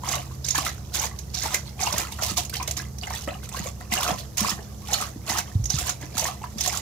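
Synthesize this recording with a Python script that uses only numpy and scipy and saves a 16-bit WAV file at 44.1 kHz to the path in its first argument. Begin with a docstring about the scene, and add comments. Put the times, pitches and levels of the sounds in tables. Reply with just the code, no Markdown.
"""Dog lapping from a bucket

A large dog laps water from a plastic bucket on a wooden porch, about two laps a second, and dribbles in a pause.
Laps are wet smacks (click runs with squeaks), slosh (bubbles and froth) and spray (fizz and ticks).
Damped tones make the plops, deep gulps and dull bumps; wavering low tones hum in the distance over air noise.
"""
import sys
import numpy as np
from scipy import signal
from scipy.fft import rfft, irfft, next_fast_len
from scipy.io import wavfile
from scipy.ndimage import uniform_filter1d

SR = 44100
rng = np.random.default_rng(int(sys.argv[2]) if len(sys.argv) > 2 else 0)


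def digitize_waveform(pressure):
    """Quantize a signal to 16-bit integers and store it at the path in sys.argv[1].

    Rows of a 2-D input are taken as channels; values are limited to [-1, 1].
    """
    field = np.atleast_2d(pressure).T
    bounded = np.clip(field, -1, 1)
    quanta = np.round(bounded * 32767).astype(np.int16)
    wavfile.write(sys.argv[1], SR, quanta)


N = 300306
TIME = np.arange(N) / SR

# Levels in the tables are relative, ahead of the layer gains.
# Background air spectrum. Each row: frequency in Hz, relative density in dB.
AIR_SPECTRUM = [(20, -16), (36, -4), (52, -6), (90, 3), (200, -5.5), (270, -13.5), (450, -14.5),
                (720, -19.5), (1400, -30.5), (2500, -38.5), (6200, -27), (9000, -37.5), (11600, -30.5),
                (16000, -37)]
# Pitch of the main machine hum. Each row: time in seconds, pitch in Hz.
HUM_PITCH = [(0, 66), (1.5, 65.5), (2.8, 66), (4.2, 66), (6.81, 65)]
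# Its tones. Each row: multiple of the pitch, middle level in dB rms.
HUM_TONES = [(1, -43), (1.57, -48), (2, -46), (2.69, -55.5), (3.14, -53), (5, -61.5)]
# Second hum, sinking in pitch and uneven in level. Each row: time in seconds, pitch in Hz, level in dB rms.
SINKING_HUM = [(0, 78.0, -41), (1.5, 77.85, -46), (2.8, 73.7, -40.5), (3.8, 71.4, -48), (6.81, 73.77, -45)]
# Dull bumps on bucket and boards. Each row: start in seconds, pitch in Hz, peak in dB, T60 in seconds.
BUMPS = [(5.553, 97.6, -11, 0.12), (5.595, 118.3, -21, 0.24), (5.612, 57.4, -23, 0.45),
         (5.739, 133.7, -16.5, 0.068), (5.765, 72.94, -22.5, 0.14), (5.82, 66.76, -25, 0.096)]
# Bucket resonances. Each row: frequency in Hz, width in Hz, gain in dB.
BUCKET_MODES = [(716, 75, 0.5), (2014, 29, -3.5), (2840, 60, -27)]
# Deep gulps, where the tongue's cavity closes. Each row: start in seconds, initial pitch in Hz, peak in dB.
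GULPS = [(0.581, 277, -28.5), (1.938, 184, -28.5), (2.313, 174.5, -30.5), (2.316, 265, -32),
         (3.274, 275, -28.5), (3.599, 180.5, -25.5), (3.921, 208.4, -26), (4.095, 278, -28),
         (4.114, 174.1, -24), (4.415, 200, -20.5), (4.52, 186.8, -28), (4.59, 400, -34.5), (5.16, 273, -31),
         (5.3, 226, -32.5), (6.035, 297, -32.5), (6.152, 240.7, -33.5), (6.559, 200.4, -28)]
# Large bubbles trapped by the tongue or falling drops.
# Each row: start in seconds, initial pitch in Hz, peak in dB, T60 in seconds.
PLOPS = [(.035, 975, -21, 0.03), (.138, 1140, -20, 0.018), (.548, 943, -17.5, 0.032),
         (.556, 1707, -17.5, .045), (.585, 1110, -15.5, 0.024), (0.664, 1326, -19.5, 0.026),
         (1.038, 877, -19.5, 0.047), (1.457, 863, -18, 0.019), (1.544, 2070, -16.5, 0.018),
         (1.866, 2730, -20, 0.027), (1.871, 913, -14.5, 0.025), (1.937, 976, -22, 0.032),
         (2.223, 675, -21.5, 0.024), (2.527, 1520, -32, 0.032), (2.552, 3096, -26, 0.032),
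         (2.566, 5660, -24.5, 0.011), (2.603, 2417, -27, 0.02), (2.61, 980, -23.5, 0.044),
         (2.68, 610, -27, .025), (3.012, 4570, -30.5, 0.013), (3.033, 2833, -22, 0.032),
         (3.073, 1720, -27.5, 0.029), (3.107, 890, -27, 0.043), (3.138, 1860, -29.5, 0.026),
         (3.158, 3455, -27.5, .016), (3.277, 576.5, -24.5, 0.061), (3.286, 566, -22, 0.043),
         (3.34, 2857, -32, .02), (3.545, 1060, -23, .023), (3.659, 524, -25, 0.027),
         (3.918, 2742, -20.5, 0.014), (3.922, 2076, -16, 0.015), (3.975, 2840, -19, .022),
         (4.019, 957, -25, .05), (4.09, 690, -19, 0.022), (4.105, 710.5, -21, 0.042),
         (4.131, 1002, -23, .03), (4.446, 1065, -15, .023), (4.938, 2977, -21.5, 0.035),
         (5.023, 1158, -19, .013), (5.351, 1220, -22.5, 0.018), (6.252, 952, -21.5, .03),
         (6.439, 973, -21, 0.038), (6.675, 713, -21.5, 0.033)]
# Jaws pressing out a last mouthful. 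Each row: start in seconds, length in seconds, level in dB.
SLURPS = [(.447, 0.079, -34.5), (1.341, 0.086, -33), (5.699, .075, -32.5), (6.59, 0.057, -34)]
# Water off the jowls or against the bucket wall. Each row: time in seconds, slosh in dB, spray in dB.
SPILLS = [(0.31, -49, -48.5), (0.778, -50, -63), (0.848, -55, -55.5), (1.11, -45, -57),
          (1.666, -50.5, -46.0), (2.121, -44.5, -38.0), (2.189, -35, -41.5), (2.373, -33.0, -26),
          (2.54, -38.0, -33), (2.601, -37.5, -39), (2.679, -42.5, -35.5), (2.77, -40.5, -35.0),
          (2.8, -38.5, -47), (3.028, -40.5, -40.5), (3.074, -38.5, -44.0), (3.104, -36.0, -37),
          (3.134, -42.5, -35), (3.176, -44, -38), (3.222, -57, -40.5), (3.278, -35, -41.5),
          (3.346, -46, -51), (3.433, -45, -44), (3.518, -45, -49.5), (3.806, -42.5, -49.5),
          (4.185, -43.0, -39.5), (4.58, -42.5, -52.5), (4.692, -54, -54), (4.882, -41, -44),
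          (5.48, -46.0, -49.0), (6.014, -40, -42.5), (6.42, -40.5, -45.0)]
# Laps, from the tongue's plunge until the lifted water falls back.
# Each row: end of attack in seconds, length in seconds, attack in seconds, release in seconds,
# slosh in dB, spray in dB, depth of the mid-lap lull in dB.
LAPS = [(0.08, 0.078, 0.081, 0.14, -34.0, -33.5, 3.0), (0.556, 0.12, 0.038, 0.11, -36.0, -33.5, 4.0),
        (0.956, 0.094, 0.061, 0.075, -35.0, -31.0, 3.0), (1.44, 0.11, 0.055, 0.09, -35.0, -32.0, 6.0),
        (1.812, 0.19, 0.053, 0.18, -33.5, -33.0, 3.0), (2.228, 0.078, 0.066, 0.076, -37.5, -31.0, 4.0),
        (3.573, 0.1, 0.11, 0.066, -40.0, -37.0, 5.0), (3.925, 0.18, 0.034, 0.12, -31.0, -33.0, 2.0),
        (4.377, 0.14, 0.014, 0.073, -34.0, -32.5, 2.0), (4.929, 0.096, 0.15, 0.122, -34.0, -34.5, 4.5),
        (5.294, 0.098, 0.058, 0.055, -31.0, -30.5, 4.0), (5.788, 0.11, 0.058, 0.084, -36.0, -32.5, 6),
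        (6.186, 0.086, 0.094, 0.12, -33.5, -32, 3), (6.654, 0.11, 0.15, 0.087, -38.0, -32, 2.5)]
# Muzzle lifted clear of the water. Each row: time in seconds, share from 0 to 1.
MUZZLE_LIFT = [(2.3, 0.07), (2.5, 1), (3.6, 1), (3.85, 0.11)]
# Slosh spectrum. Each row: frequency in Hz, relative density in dB.
SLOSH_SPECTRUM = [(50, -30), (150, -27.5), (300, -6.5), (480, -7), (700, -1), (1100, 3.5), (1450, -4),
                  (2100, -5), (3000, -10.5), (4500, -37), (8000, -43)]
# Spray and smack-click spectrum. Each row: frequency in Hz, relative density in dB.
SPRAY_SPECTRUM = [(1200, -16.5), (2500, -7.5), (4000, -4.5), (5200, -5.5), (6200, -2.5), (7400, -5),
                  (8700, -6), (10200, -6), (11600, -3.5), (13500, -9.5), (16000, -9.5)]
# Smacks of tongue and lips.
# Each row: start in seconds, level in dB, nominal squeak pitch in Hz, squeak level re the smack in dB.
SMACKS = [(.087, -16, 6200, -3), (0.445, -23.5, 5620, 0.5), (0.4852, -14.5, 6080, -4),
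          (0.5053, -25, 6160, 10.5), (.551, -18.5, 6430, -4), (.5788, -8.5, 6380, -15),
          (0.9683, -29, 6660, 3.5), (0.9945, -20.5, 6230, 2.5), (1.1882, -22.5, 6164, -4),
          (1.345, -19.5, 5640, -4), (1.543, -7, 6450, -13), (1.832, -24, 6036, 7.5),
          (1.9252, -12, 5680, -8), (1.9808, -8.5, 6380, -16), (2.2334, -11, 5480, -10.5),
          (2.262, -14, 6330, -18), (2.3797, -13, 4710, -7.5), (2.45, -26, 6350, -3.5),
          (2.4961, -19, 4520, -14.5), (2.6263, -16, 6105, -15), (2.6759, -13, 6150, -12),
          (2.71, -12, 6686, -9.5), (2.768, -20.5, 6470, -3), (2.984, -28, 5974, -3.5),
          (3.49, -24.5, 7747, -10.5), (3.9366, -7.5, 2278, -17), (4.008, -15.5, 5490, -11),
          (4.031, -9, 3440, -11.5), (4.077, -16, 6064, -12.5), (4.371, -15, 6604, -13.5),
          (4.38, -13, 6270, -4.5), (4.406, -10.5, 5660, -10.5), (4.4921, -17.5, 5200, -4),
          (4.5026, -14, 6182, -6), (4.932, -11.5, 6480, -3), (4.9387, -13, 4073, -2.5),
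          (5.011, -16, 7870, -8), (5.3847, -18.5, 5684, -3.5), (5.64, -27.5, 6455, 2.5),
          (5.6552, -23, 6070, 3.5), (5.7012, -15.5, 5990, 2), (5.786, -14, 6910, -6),
          (5.893, -14, 6490, -4.5), (6.179, -10.5, 7050, -12.5), (6.1939, -14.5, 5947, -2.5),
          (6.2412, -17.5, 6676, -0.5), (6.582, -22, 5860, -4), (6.6075, -12.5, 5897, -4),
          (6.66, -10.5, 6994, -19), (6.6753, -9.5, 6746, -7.5), (6.7716, -15.5, 7060, -6)]
# Microphone ports. Each row: frequency in Hz, left minus right in dB.
PORT_DIFFERENCE = [(60, -2), (300, -2), (450, -3), (800, 1.5), (1300, -3.5), (1850, 0.5), (2900, -3.5),
                   (4200, -8), (5400, -15), (6300, -16), (7500, -13.5), (8800, -3.5), (11500, -4),
                   (14000, 1.5)]

RIGHT_PORT_LAG_S, CUTOFF_HZ = 55e-6, 15550
GULP_CYCLES = 12.7  # T60 in cycles of the initial pitch
SLURP_RISE_DB_PER_S, SLURP_FALL_DB_PER_S = 2500, 600
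SLURP_SLOSH_DB, SLURP_SPRAY_DB = -15, -7  # water stirred, re the slurp
SPILL_RISE_DB_PER_S, SPILL_FALL_DB_PER_S = 1800, 260
REST_SLOSH_DB, REST_SPRAY_DB = -64.5, -62
RAMP_DB = 30  # range covered in a lap's attack or release time
SLOSH_GROWTH_DB, SPRAY_GROWTH_DB = 1.5, -0.5  # change from plunge to fall-back
SETTLE_DB, SETTLE_DB_PER_S = -19, 55  # waves left by a lap
CHURN_DB, CHURN_PER_S = 2, 70  # uneven surge, independent for slosh and spray
FROTH_DB, TICKS_DB, WASH_DB = -4.5, 2.5, 4
SMACK_T60_S, SMACK_T60_SPREAD = 0.036, 0.17  # spread in log units


def from_db(db):
    """Decibels to gain."""
    return 10 ** (np.asarray(db) / 20)


def rms_one(x):
    """Scale to unit rms."""
    return x / np.sqrt(np.mean(x ** 2) + 1e-20)


def in_time(rows):
    """Interpolate the columns of a timed table at every sample."""
    s, *columns = np.transpose(rows)
    return [np.interp(TIME, s, column) for column in columns]


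def gain_at(points, hz):
    """Read a (Hz, dB) table as gain on a log-frequency axis."""
    f, db = np.transpose(points)
    return from_db(np.interp(np.log(np.maximum(hz, 1)), np.log(f), db))


def coloured(x, points):
    """Filter to a smooth spectrum, keeping the power of white noise."""
    size = next_fast_len(x.shape[-1] + 1024)
    gain = gain_at(points, np.fft.rfftfreq(size, 1 / SR))
    return irfft(rfft(x, size) * rms_one(gain), size)[..., :x.shape[-1]]


def resonate(x, hz, width_hz):
    """Two-pole resonance with about unit gain on top."""
    r = np.exp(-np.pi * width_hz / SR)
    b = np.array([1, 0, -1]) * (1 - r * r) / 2
    a = [1, -2 * r * np.cos(2 * np.pi * hz / SR), r * r]
    return signal.lfilter(b, a, x + 1e-18)


def add(track, s, sound):
    """Mix a short sound into a track at a time in seconds."""
    start = min(max(int(s * SR), 0), N)
    track[:, start:start + sound.shape[-1]] += sound[..., :N - start]


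def drift(per_s):
    """Random wander through knots of unit spread."""
    knots = rng.standard_normal(4096)
    return np.interp(TIME * per_s, np.arange(len(knots)), knots)


def clicks(per_s, spread_db, size):
    """Random impulses, many small and a few large."""
    db = spread_db * np.minimum(rng.exponential(1, size), 4)
    sizes = from_db(db) * rng.choice([-1, 1], size)
    return sizes * (rng.random(size) < per_s / SR)


def evened(x, window_s):
    """Level a texture over a window while its fast grain stays."""
    power = uniform_filter1d(np.mean(x ** 2, axis=0), int(window_s * SR) + 1)
    return x / np.sqrt(np.abs(power) + np.mean(power) / 100)


def scattered(ticks, decay_s, wet_db):
    """Each click gets a brief noise wash off walls and waves, independent at each port."""
    keep = np.exp(-1 / (decay_s * SR))
    wash = np.sqrt(signal.lfilter([1 - keep], [1, -keep], ticks ** 2 + 1e-18))
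    return rms_one(ticks + from_db(wet_db) * wash * rng.standard_normal((2, len(ticks))))


def ringing(table, swell_s, rise, phase_spread):
    """Damped tones climbing by the share 'rise' over T60; reflections shift the phase at each port."""
    out = np.zeros((2, N))
    for s, hz, db, t60 in table:
        t = TIME[:int(max(t60, .001) * SR + 2 * swell_s * SR)]
        shape = (1 - np.exp(-(t / swell_s) ** 2)) * np.exp(-np.log(1000) * t / t60)
        phase = 2 * np.pi * hz * (t + rise * t * t / (2 * t60))
        port_phase = phase_spread * rng.standard_normal((2, 1))
        add(out, s, from_db(db) * shape / shape.max() * np.sin(phase + port_phase))
    return out


def bubble_cloud(per_s, spread_db, low_hz, high_hz, cycles, rise):
    """Bubbles born at random, each ringing for some cycles at the pitch of its size."""
    born = np.flatnonzero(rng.random(N) < per_s / SR)
    size, strength, damping = rng.random((3, N))[:, born]
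    hz = low_hz * (high_hz / low_hz) ** size
    db = -spread_db * np.log(strength + .02) + 20 * np.log10(hz / low_hz)
    t60 = cycles * (.5 + damping) / hz
    bubbles = zip(born / SR, hz, db, t60)
    return rms_one(ringing(bubbles, swell_s=0.0001, rise=rise, phase_spread=0.83))


def hold_db(start_s, end_s, rise_db_per_s, fall_db_per_s):
    """Attack up to start_s, hold, release from end_s, in dB re the hold."""
    before = rise_db_per_s * np.maximum(start_s - TIME, 0)
    after = fall_db_per_s * np.maximum(TIME - end_s, 0)
    return -np.minimum(before + after, 100)


def echoes(x, t60, delay_s, dull_hz):
    """Dense decaying reflections, low-passed and different at each port."""
    t = TIME[:SR // 2]
    tail = rng.standard_normal((2, len(t))) * from_db(-60 * t / t60) * (t > delay_s)
    tail /= np.sqrt(np.sum(tail ** 2, axis=1, keepdims=True))
    pole = np.exp(-2 * np.pi * dull_hz / SR)
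    tail = signal.lfilter([1 - pole], [1, -pole], tail)
    return signal.fftconvolve(x[None], tail, axes=1)[:, :N]


def outdoor_air():
    """Noise whose rumble is alike at both ports and whose faint hiss is unlike."""
    mid, side = coloured(rng.standard_normal((2, N)), AIR_SPECTRUM)
    side = side - 0.74 * signal.sosfilt(signal.butter(1, 600, fs=SR, output="sos"), side)
    return from_db(-43) * (mid + side * [[1], [-1]])


def hum():
    """Distant machines: wavering low tones and one sinking tone."""
    pitch, = in_time(HUM_PITCH)
    phase = 2 * np.pi * np.cumsum(pitch * (1 + 0.004 * drift(2.94))) / SR
    tones = np.zeros(N)
    for multiple, db in HUM_TONES:
        level = from_db(db + 2.05 * drift(2.477))
        tones += level * np.sin(multiple * phase + rng.uniform(0, 2 * np.pi))
    hz, db = in_time(SINKING_HUM)
    sinking = from_db(db) * np.sin(2 * np.pi * np.cumsum(hz) / SR)
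    return np.sqrt(2) * (tones + sinking)  # rms to peak


def bumps():
    """Bucket and boards ring as damped low tones of steady pitch."""
    return ringing(BUMPS, swell_s=0.0022, rise=0, phase_spread=0.061)


def bucket_resonance(water):
    """The bucket's modes ring with the water sound."""
    return sum(from_db(db) * resonate(water, hz, width_hz) for hz, width_hz, db in BUCKET_MODES)


def gulps():
    """The tongue's closing cavity rings low, rising slightly."""
    table = [(s, hz, db, GULP_CYCLES / hz) for s, hz, db in GULPS]
    return ringing(table, swell_s=0.0012, rise=0.075, phase_spread=0.14)


def plops():
    """Single large bubbles ring, rising slightly."""
    return ringing(PLOPS, swell_s=0.0014, rise=0.057, phase_spread=0.56)


def plop_splashes(t60, breadth):
    """The surface breaks as a bubble forms: a brief splash, broad around the bubble's pitch."""
    out, t = np.zeros((2, N)), TIME[:SR // 10]
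    for s, hz, db, _ in PLOPS:
        breaking = scattered(clicks(4000, 2.7, len(t)), decay_s=0.0014, wet_db=15.0)
        burst = rms_one(resonate(breaking, hz, breadth * hz))
        add(out, s, from_db(db) * burst * np.exp(-np.log(1000) * t / t60))
    return out


def slurp_level():
    """Slurp level in dB, the strongest at each moment."""
    levels = [db + hold_db(s, s + length_s, SLURP_RISE_DB_PER_S, SLURP_FALL_DB_PER_S)
              for s, length_s, db in SLURPS]
    return np.max(levels, axis=0)


def slurps(level_db):
    """Air squeezed through wet lips bursts in tiny, squeaky, rising bubbles."""
    fizz = bubble_cloud(900, spread_db=5.5, low_hz=3530, high_hz=7230, cycles=46, rise=0.08)
    return from_db(level_db) * evened(fizz, window_s=.06)


def stirring(slurp_db):
    """Slosh and spray levels in dB: laps plunge, lull, fall back and settle; slurps and spills add."""
    rest = from_db([[REST_SLOSH_DB], [REST_SPRAY_DB]])
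    slurped = from_db(slurp_db + [[SLURP_SLOSH_DB], [SLURP_SPRAY_DB]])
    power = rest ** 2 + slurped ** 2
    for s, length_s, attack_s, release_s, slosh_db, spray_db, lull_db in LAPS:
        end_s = s + length_s
        rise, fall = RAMP_DB / max(attack_s, .002), RAMP_DB / max(release_s, .002)
        progress = np.clip((TIME - s) / length_s, 0, 1)
        growth = (progress - .5) * [[SLOSH_GROWTH_DB], [SPRAY_GROWTH_DB]]
        lull = lull_db * np.sin(np.pi * progress) ** 2
        stroke = from_db(hold_db(s, end_s, rise, fall) - lull + growth)
        waves = from_db(SETTLE_DB + hold_db(s, end_s, rise, SETTLE_DB_PER_S))
        power += from_db([[slosh_db], [spray_db]]) ** 2 * (stroke ** 2 + waves ** 2)
    for s, slosh_db, spray_db in SPILLS:
        burst = from_db(hold_db(s, s, SPILL_RISE_DB_PER_S, SPILL_FALL_DB_PER_S))
        power += from_db([[slosh_db], [spray_db]]) ** 2 * burst ** 2
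    churn = CHURN_DB * np.array([drift(CHURN_PER_S), drift(CHURN_PER_S)])
    return 10 * np.log10(power) + churn


def spray(level_db, lift):
    """Droplets tick on the water and tiny bubbles fizz; a lifted muzzle sheds fewer drops."""
    per_s = 1100 * from_db(.35 * (level_db + 36) - 4 * lift)
    fizz = bubble_cloud(per_s, spread_db=3.5, low_hz=1400, high_hz=8000, cycles=38, rise=.05)
    ticks = scattered(clicks(.8 * per_s, 4.0, N), decay_s=.003, wet_db=WASH_DB)
    mix = fizz + from_db(TICKS_DB) * ticks
    return from_db(level_db + 2.5) * evened(coloured(mix, SPRAY_SPECTRUM), window_s=0.18)


def slosh(level_db, lift):
    """Churned water traps bubbles, the more the harder it is stirred; a dribble makes fewer."""
    per_s = 500 * from_db(.35 * (level_db + 38) - 2 * lift)
    bubbles = bubble_cloud(per_s, spread_db=4.0, low_hz=228.0, high_hz=4254, cycles=52, rise=0.31)
    froth = scattered(clicks(1200, 7.5, N), decay_s=0.0088, wet_db=WASH_DB)
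    mix = bubbles + from_db(FROTH_DB) * froth
    return from_db(level_db + 0.43) * evened(coloured(mix, SLOSH_SPECTRUM), window_s=0.022)


def smacks():
    """A water film tears in a run of clicks; the shrinking air pocket behind squeaks roughly upward."""
    crack, squeak, t = np.zeros((2, N)), np.zeros((2, N)), TIME[:SR // 10]
    for s, db, hz, squeak_db in SMACKS:
        t60 = SMACK_T60_S * np.exp(SMACK_T60_SPREAD * rng.uniform(-1, 1))
        fade = from_db(db - 60 * t / t60)
        tear = clicks(9000, 2.5, len(t))
        add(crack, s, scattered(tear, decay_s=.002, wet_db=5) * fade)
        roughness = 0.15 * rng.standard_normal((2, len(t)))
        pitch = hz * (1.1 - 0.317 * np.exp(-t / 0.00306) + roughness)
        onset = 1 - np.exp(-t / 0.0024)
        tone = np.sin(2 * np.pi * np.cumsum(pitch, axis=1) / SR)
        add(squeak, s, from_db(squeak_db) * fade * onset * tone)
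    return from_db(-7) * coloured(crack, SPRAY_SPECTRUM) + from_db(5.5) * squeak


def scene():
    """Water sounds inside the bucket, the bucket under the porch roof, air and machines beyond."""
    background = outdoor_air() + hum()
    slurp_db = slurp_level()
    slosh_db, spray_db = stirring(slurp_db)
    lift = np.clip(in_time(MUZZLE_LIFT)[0], 0, 1)
    water = slosh(slosh_db, lift) + spray(spray_db, lift) + slurps(slurp_db) + smacks()
    water = water + from_db(-8) * plop_splashes(t60=0.055, breadth=0.14)
    water = water + bucket_resonance(water)
    near = water + from_db(-2.2) * plops() + from_db(1.5) * gulps()
    porch = from_db(-6.0) * echoes(near.mean(axis=0), t60=0.17, delay_s=0.006, dull_hz=7000)
    return background + bumps() + near + porch


def record(dry):
    """The right port hears later and stronger in the treble, the left is shaded; both ends are cut."""
    size = next_fast_len(N + SR // 10)
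    hz = np.fft.rfftfreq(size, 1 / SR)
    ratio = gain_at(PORT_DIFFERENCE, hz)
    lag = np.exp(-2j * np.pi * hz * RIGHT_PORT_LAG_S)
    ports = np.array([ratio, lag]) * 2 / (1 + ratio)
    lean = signal.sosfilt(signal.butter(3, 44, "high", fs=SR, output="sos"), dry)
    low_pass = 1 / np.sqrt(1 + (hz / CUTOFF_HZ) ** 200)
    return irfft(rfft(lean, size) * ports * low_pass, size)[:, :N]


dry = scene()
out = record(dry)
digitize_waveform(out)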